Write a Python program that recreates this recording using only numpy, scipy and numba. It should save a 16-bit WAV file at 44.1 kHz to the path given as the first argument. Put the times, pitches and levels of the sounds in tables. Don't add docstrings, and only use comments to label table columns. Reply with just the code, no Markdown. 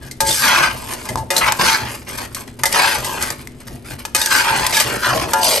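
import sys
import numpy as np
from scipy import signal
from scipy.fft import rfft, irfft, next_fast_len
from scipy.io import wavfile
from scipy.ndimage import uniform_filter1d
from numba import njit

SR = 44100
rng = np.random.default_rng(int(sys.argv[2]) if len(sys.argv) > 2 else 0)


def master(y):
    cut = np.clip(np.atleast_2d(y).T, -1, 1)
    pcm = np.round(cut * 32767)
    wavfile.write(sys.argv[1], SR, pcm.astype(np.int16))


N = 246959
TIME = np.arange(N) / SR


def undb(db):
    return 10 ** (np.asarray(db) / 20)


def unit(x):
    return x / np.sqrt(np.mean(x ** 2))


def colour(x, points):
    hz, db = np.transpose(points)
    size = 2 * next_fast_len(x.shape[-1])
    f = np.maximum(np.fft.rfftfreq(size, 1 / SR), 1)
    curve = np.log(undb(np.interp(np.log(f), np.log(hz), db)))
    low_cut = 2 * np.log(np.minimum(f / hz[0], 1) + 0.056)
    cepstrum = irfft(curve + low_cut)
    cepstrum[1:size // 2] *= 2
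    cepstrum[size // 2 + 1:] = 0
    shaped = irfft(rfft(x, size) * np.exp(rfft(cepstrum)))
    return shaped[..., :x.shape[-1]]


def pair(length, width):
    mid, side = rng.standard_normal((2, length))
    return np.array([mid + width * side, mid - width * side]) / np.sqrt(1 + width ** 2)


def held(t, hold_s, t60):
    return np.exp(-np.log(1000) * np.maximum(t - hold_s, 0) / t60)


def fade(t60, length):
    return held(TIME[:length], 0, t60)


def through(x, response):
    return signal.oaconvolve(np.atleast_2d(x), response, axes=1)[:, :N]


def add(out, sound, s):
    start = int(s * SR)
    out[:, start:start + sound.shape[1]] += sound[:, :N - start]


def even(x, span_s=0.037):
    size = int(span_s * SR)
    power = np.mean(x ** 2, axis=0)
    smooth_power = uniform_filter1d(uniform_filter1d(power, size), size)
    return x / np.sqrt(smooth_power + 1e-12)


def walk(rate):
    knots = rng.standard_normal(N // 50)
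    return np.interp(TIME * rate, np.arange(len(knots)), knots)


def slips(rate, scatter_db, judder_db, judder_rate):
    happens = rng.random(N) < rate / SR
    uneven_db = scatter_db * np.minimum(rng.exponential(size=N), 4)
    size = undb(uneven_db + judder_db * walk(judder_rate))
    return happens * size * rng.choice([-1, 1], N)


def dense_ring(points, t60, width):
    return colour(pair(SR // 12, width) * fade(t60, SR // 12), points)


def sliding(x, points, t60, width, rate, count=6):
    weights = np.array([walk(rate) for _ in range(count)])
    weights /= np.sqrt(np.sum(weights ** 2, axis=0))
    return sum(w * through(x, dense_ring(points, t60, width)) for w in weights)


@njit
def resonate(x, hz, width):
    y, band, low = np.empty(len(x)), 0., 0.
    for i in range(len(x)):
        g, damping = np.tan(np.pi * hz[i] / SR), width / hz[i]
        v = (band + g * (x[i] - low)) / (1 + g * (g + damping))
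        band, low, y[i] = 2 * v - band, low + 2 * g * v, damping * v
    return y


# (pitch [Hz], relative level [dB per Hz])
RUMBLE_COLOUR = [(13, -1), (22, -33), (43, -6), (91, -5), (124, -3), (140, -2.5), (157, -30), (181, -10),
                 (205, -13.5), (224, -5), (244, 0), (286, -18), (336, -12.5), (420, -16), (550, -44),
                 (920, -120)]
# (pitch [Hz], relative level [dB per Hz])
HISS_COLOUR = [(250, 9.5), (500, 1.5), (1000, -8), (3000, -12.5), (9000, -31), (13000, -73)]


def kitchen(rocking_gain):
    rumble = unit(colour(pair(N, width=0.038), list(RUMBLE_COLOUR) + [(900, -43), (3000, -66)]))
    hiss = unit(colour(pair(N, width=0.57), HISS_COLOUR)) * undb(0.85 * walk(19))
    stand = [(35, -14.5), (55, 0.5), (80, -4.0), (100, -6.0), (125, 4.0),
             (165, -20.0), (225, -14.5), (300, -14), (1000, -85.5)]
    rocking = even(colour(pair(N, width=0.16), stand), span_s=0.37)
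    return undb(-38.5) * rumble + undb(-44.0) * hiss + rocking_gain * rocking


# (time [s], length [s], push on the bowl [dB], rasp of the blades [dB],
# push on the crust [dB], pitch of the hollow under the tips at the start [Hz], at the end [Hz],
# share of the hollow [dB])
SLIDES = [(.24, 0.23, -29, -20.5, -15.5, 1700, 1680, -3), (.395, 0.27, -12, -17.5, -19.5, 1600, 1040, -6),
          (1.405, 0.041, -13, -32, -28, 970, 980, -11), (1.455, 0.033, -13.5, -22.5, -27, 1010, 1070, -5),
          (1.585, 0.073, -17, -19, -22, 1020, 1070, 0.5), (1.635, 0.12, -15, -17, -20, 1060, 1520, -7.5),
          (1.77, 0.11, -26.5, -34.5, -37, 1440, 1150, -16), (2.17, 0.043, -28, -32, -29.5, 990, 990, -5.5),
          (2.725, 0.14, -12.5, -18.5, -20.5, 910, 850, -7), (2.86, 0.1, -19.5, -24.5, -22.5, 860, 930, -15),
          (3.02, 0.21, -26, -35, -27.5, 1030, 1060, -6), (3.2, 0.08, -26, -32.5, -26.5, 1110, 1120, -15),
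          (4.155, 0.16, -26.5, -25, -23, 1650, 1720, -2), (4.295, 0.12, -15, -18, -18, 1660, 1440, -3),
          (4.435, 0.11, -14, -24.5, -25, 1220, 1110, -16), (4.54, 0.12, -19, -24, -25, 1050, 980, -4.5),
          (4.715, .11, -19, -18, -19.5, 1140, 1310, -31), (4.85, .11, -24, -30, -27, 1260, 1310, -9.5),
          (5.015, 0.11, -20.5, -24.5, -27, 1380, 1120, 1.5), (5.125, 0.11, -25, -26, -27.5, 1160, 990, -1),
          (5.405, 0.17, -25.5, -16, -15, 815, 548, 4.5)]


def hollow_glide():
    hz, db = np.full(N, float(SLIDES[0][-3])), np.full(N, float(SLIDES[0][-1]))
    for s, length, *_, start_hz, end_hz, share_db in SLIDES:
        glide = np.interp(TIME, [s, s + length], [start_hz, end_hz])
        hz = np.where(TIME >= s, glide, hz)
        db = np.where(TIME >= s, share_db, db)
    return uniform_filter1d(hz, SR // 50), uniform_filter1d(db, SR // 50)


def swell(s, length, attack_s, release_s, sag_db_per_s=0):
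    t = np.maximum(TIME - s, 0)
    return np.minimum(t / attack_s, 1) * held(t, length, release_s) * undb(-sag_db_per_s * t)


def together(gains):
    return np.sqrt(sum(g ** 2 for g in gains) + 1e-12)


# (time [s], length [s], push on the crust [dB])
PUSHES = [(.005, 0.075, -43.5), (0.653, 0.21, -36), (0.865, 0.077, -30), (0.944, 0.12, -38),
          (1.042, 0.087, -37.5), (1.327, 0.061, -27.5), (1.543, 0.058, -35), (1.869, 0.086, -33.5),
          (1.964, 0.062, -45), (2.057, 0.096, -33), (2.215, 0.043, -37.5), (2.31, .02, -45),
          (2.359, 0.02, -33), (2.398, 0.0066, -33.5), (2.472, 0.0063, -40.5), (2.587, 0.013, -37.5),
          (2.678, 0.13, -28.5), (2.936, 0.12, -32.5), (3.299, 0.026, -33), (3.374, .05, -42),
          (3.597, 0.024, -45), (3.666, .012, -37), (3.703, 0.051, -44.5), (3.84, 0.062, -39),
          (3.899, 0.032, -35), (3.982, 0.026, -38), (4.05, 0.029, -47), (4.676, .06, -26.5),
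          (4.95, 0.11, -33), (5.271, 0.063, -31), (5.348, 0.065, -30)]
# (time [s], length [s], push of the thuds [dB], rocking [dB])
TOPPLES = [(0, 0.05, -61, -33.5), (0.204, 0.1, -27, -31), (0.357, 0.3, -40, -40), (0.676, 0.16, -43, -35),
           (1.093, 0.13, -30.5, -27), (1.424, 0.071, -30.5, -30), (1.584, .1, -21, -36),
           (1.807, .06, -33, -28.5), (2.123, 0.12, -36, -36.5), (2.95, 0.27, -32.5, -35.5),
           (3.22, 0.082, -33.5, -38), (3.69, 0.07, -40.5, -33.5), (3.892, 0.061, -57, -31.5),
           (4.31, 0.059, -48, -53), (4.502, 0.14, -31, -31.5), (4.701, 0.065, -34, -48),
           (4.841, 0.13, -25.5, -32.5), (5.058, 0.2, -21, -31), (5.42, 0.092, -29, -49)]


def strokes():
    def scraped(column, sag_db_per_s):
        return together(undb(row[column]) * swell(row[0], row[1], 0.22 * row[1], 0.21, sag_db_per_s)
                        for row in SLIDES)

    bowl = scraped(2, 0)
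    blades, crust = scraped(3, 25), scraped(4, 27.5)
    shoved = together(undb(db) * swell(s, length, 0.32 * length, 0.15) for s, length, db in PUSHES)
    thuds, rocks = together(
        undb([[thud_db], [rock_db]]) * swell(s, length, attack_s=0.014, release_s=0.21)
        for s, length, thud_db, rock_db in TOPPLES)

    bowl_gain = together([bowl, undb(1) * shoved])
    blade_gain = together([blades, undb(-7) * shoved])
    crust_gain = together([crust, shoved, undb(-53.5)])
    thud_gain = together([thuds, undb(-1.5) * shoved, undb(-15) * bowl])
    rocking_gain = together([rocks, undb(-43)])
    return bowl_gain, blade_gain, crust_gain, thud_gain, rocking_gain


# (pitch [Hz], relative level [dB per Hz])
CRUST_COLOUR = [(1500, -15), (4000, -1), (6500, 0), (7600, 1.5), (8700, 4), (10200, 3.5), (11500, 3.5),
                (12500, -1), (13500, -26)]
# (pitch [Hz], relative level [dB per Hz])
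TUMBLE_COLOUR = [(90, -17.5), (170, -8.5), (260, -10.5), (370, -4), (480, -5), (620, -5), (800, -13),
                 (1300, -48)]


def food(crust_gain, thud_gain):
    pressure = np.sqrt(crust_gain / undb(-23.5))
    crackles = slips(rate=1100 * pressure + 120, scatter_db=2.5, judder_db=2.0, judder_rate=100)
    crust = even(sliding(crackles, CRUST_COLOUR, t60=0.027, width=0.061, rate=12), span_s=0.056)
    bumps = slips(rate=370, scatter_db=-0.5, judder_db=3.0, judder_rate=20)
    tumble = even(sliding(bumps, TUMBLE_COLOUR, t60=0.038, width=0.51, rate=6), span_s=0.14)
    return undb(0.5) * crust * crust_gain + undb(-0.5) * tumble * thud_gain


# (pitch [Hz], relative level when struck [dB], t60 when ringing freely [s])
BOWL_MODES = [(361.3, -11, 0.93), (445, -23, 1), (552, -5, 1), (610, -17, 0.85), (734, -8.5, 0.96),
              (882.8, 4, 0.71), (955, -17.5, 0.19), (984.5, -13, 0.96), (1233, -4, 0.19),
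              (1404, -14.5, 0.23), (1623, -11.5, 0.38), (1690, -9, 0.21), (1750, -45, 0.11),
              (1873, -22.5, 0.17), (2110, -48, 0.49), (2060, -9.5, 0.17), (2200, -22, 0.13),
              (2484, -8, 0.2), (2820, -16, 0.38), (3070, -9, 0.11), (3000, -17, 0.56), (3600, -13, 0.077),
              (4100, -34, .14), (3750, -20, 0.21)]


def bowl_ring(share, scatter_db, spread, spot_hz, spot_db):
    hz, db, t60 = np.transpose(BOWL_MODES)
    size, phase, lag = rng.standard_normal((len(BOWL_MODES), 3)).T
    favoured_db = db + spot_db / (1 + (np.log2(hz / spot_hz) / 0.1) ** 2)
    angle = np.pi * phase + spread * np.tanh(2 * lag) * np.array([[1], [-1]])
    weights = undb(favoured_db + scatter_db * size) * np.exp(1j * angle)
    weights *= np.linalg.norm(undb(favoured_db)) / np.linalg.norm(weights)
    poles = 2j * np.pi * hz - np.log(1000) / (t60 * share)
    return (weights @ np.exp(np.outer(poles, TIME[:SR // 3]))).imag


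# (pitch [Hz], relative level [dB per Hz])
BOWL_COLOUR = [(450, -29.5), (700, -19.5), (850, 2.5), (1050, -0.5), (1350, -1), (1750, 4.5), (2100, -1),
               (3100, -9), (4200, -18.5), (6500, -42.5)]
# (pitch [Hz], relative level [dB per Hz])
BLADE_COLOUR = [(1200, -16), (2200, -2.5), (3000, 0.5), (4000, 0.5), (5500, 0.5), (7000, -7.5),
                (9000, -13.5), (13000, -61)]


def scraping(bowl_gain, blade_gain):
    pressure = np.sqrt(bowl_gain / undb(-15))
    friction = slips(rate=1800 * pressure + 150, scatter_db=2.0, judder_db=2.5, judder_rate=150)

    ring = bowl_ring(share=0.31, scatter_db=1.5, spread=0.89, spot_hz=1000, spot_db=5.0)
    damped = colour(ring, [(300, -14.0), (750, -5), (900, 2.0), (1050, 7.0),
                           (1700, 4.0), (2500, 14.5), (4500, -8.5)])
    modes = even(through(friction, damped))
    sheet = even(sliding(friction, BOWL_COLOUR, t60=0.014, width=0.33, rate=12))
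    blade = even(sliding(friction, BLADE_COLOUR, t60=0.014, width=0.58, rate=16))

    centre_hz, hollow_db = hollow_glide()
    air = through(friction, pair(SR // 50, width=0.21) * fade(0.02, SR // 50))
    for _ in range(2):
        air = np.array([resonate(channel, centre_hz, 400.0) for channel in air])
    hollow = even(air)

    bowl = undb(-6.0) * modes + undb(-2.0) * sheet + undb(hollow_db) * hollow
    return bowl * bowl_gain + undb(1.97) * blade * blade_gain


# (pitch [Hz], relative level [dB per Hz])
CLACK_COLOUR = [(200, -41), (600, 8.5), (1000, -26), (1800, 4.5), (2800, -1), (4000, 5), (6000, 6.5),
                (7500, 3.5), (8700, 9.5), (10200, -2), (11500, 9), (13500, -14)]
# (time [s], relative level of the clack [dB], level of the ping [dB],
# pitch of the ping [Hz], t60 of clack and ping [s], relative level of the bowl's ring [dB],
# time until the tongs damp that ring [s])
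HITS = [(0.1118, -13.5, -29, 2090, 0.059, -52, .02), (.2044, 1.5, -19, 1640, .083, -17, 0.1),
        (0.2808, -21, -14.5, 7400, 0.052, -38, 0.025), (.3107, -9, -8.5, 3640, 0.052, -45, .01),
        (.327, -20, -28, 3640, 0.027, -33, 0.0081), (0.9354, -9.5, -35, 8530, 0.04, -35, .02),
        (1.054, -15.5, -46, 4170, 0.04, -34, 0.027), (1.0889, -10, -29, 1930, .067, -23, 0.0098),
        (1.1568, -10.5, -4, 1010, 0.013, -30, 0.016), (1.1735, -17.5, -27, 810, 0.16, -26.5, 0.055),
        (1.304, -3, -20, 1916, 0.12, -16.5, 0.06), (1.365, 3.5, -5, 4000, 0.051, -19, 0.024),
        (1.379, 1, -13, 4200, 0.087, -41, .01), (1.5217, 4.5, -11, 1780, .012, -18, 0.0028),
        (2.3469, -9, -31, 9000, 0.06, -47, .03), (2.6349, 4, -6.5, 1804, 0.03, -13, 0.0095),
        (2.6554, 1, -11.5, 2036, 0.097, -22.5, 0.022), (2.7258, 0.5, -16.5, 2310, 0.03, -30, 0.12),
        (3.0455, -9.5, -25, 2000, 0.14, -43, .018), (3.2246, -2, -20, 8400, 0.049, -29.5, 0.016),
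        (3.303, -5, -21, 1820, 0.029, -26, 0.0039), (3.4728, -16, -19.5, 2070, .015, -55, 0.009),
        (4.0514, -8, -27, 7570, 0.042, -20.5, 0.0016), (4.1478, 2.5, -15, 8760, 0.094, -12.5, .015),
        (4.164, 0, -22, 8700, 0.027, -24, 0.03), (4.2149, 0.5, -10, 3710, 0.055, -20.5, 0.0091),
        (4.2597, 3, -14, 6700, 0.029, -27.5, 0.067), (4.6655, 5, -12, 1930, 0.022, -40, .011),
        (4.7446, -12, -10, 3730, 0.041, -37, .01), (4.7687, -0.5, -13, 1686, 0.11, -22.5, 0.02),
        (4.8, 4, -22, 2500, 0.08, -23, 0.0097), (5.089, -9.5, -32, 1680, .08, -24, .015),
        (5.3341, 2.5, -19, 1310, 0.036, -12.5, 0.132)]


def clanks():
    out, t = np.zeros((2, N)), TIME[:SR // 3]
    for s, clack_db, ping_db, ping_hz, t60, ring_db, free_s in HITS:
        chatter = unit(colour(pair(len(t), width=0.47), CLACK_COLOUR))
        clack = chatter * (held(t, 0.0011, t60) + undb(-25) * fade(0.28, len(t)))
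        ping = np.sin(2 * np.pi * ping_hz * t) * fade(t60, len(t))
        ring = bowl_ring(share=1.0, scatter_db=5.5, spread=0.5, spot_hz=ping_hz, spot_db=15.5)
        ring = ring * held(t, free_s, t60=0.046)
        add(out, undb(clack_db - 11.0) * clack + undb(ping_db) * ping + undb(ring_db) * ring, s)
    return out


def scene():
    bowl, blades, crust, thuds, rocks = strokes()
    wok = scraping(bowl, blades) + food(crust, thuds) + clanks()
    length = SR // 2
    walls = colour(pair(length, width=0.84), [(150, -9.0), (1000, 1.0), (5000, -5), (13000, -8)])
    walls = walls * fade(0.3, length) * (TIME[:length] > 0.006)
    wash = through(wok, walls / np.sqrt(np.sum(walls[0] ** 2)))
    return wok + undb(-13.5) * wash + kitchen(rocks)


# (pitch [Hz], lead [radians])
PORT_LEAD = [(100, 0), (700, .3), (1700, 0), (2800, .8), (6300, .3), (7700, .8), (8700, 0), (10200, -np.pi),
             (11700, -2 * np.pi)]


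def record(dry, balance_db=0.67):
    size = next_fast_len(N + SR)
    lead = np.interp(np.fft.rfftfreq(size, 1 / SR), *np.transpose(PORT_LEAD))
    left = irfft(rfft(dry[0], size) * np.exp(1j * lead), size)[:N]
    ports = np.array([left * undb(balance_db), dry[1] * undb(-balance_db)])
    rounded = 1.014 * np.tanh(ports / 1.125)
    top_cut = signal.ellip(8, 0.2, 70, 13300, fs=SR, output="sos")
    return signal.sosfilt(top_cut, rounded)


dry = scene()
out = record(dry)
master(out)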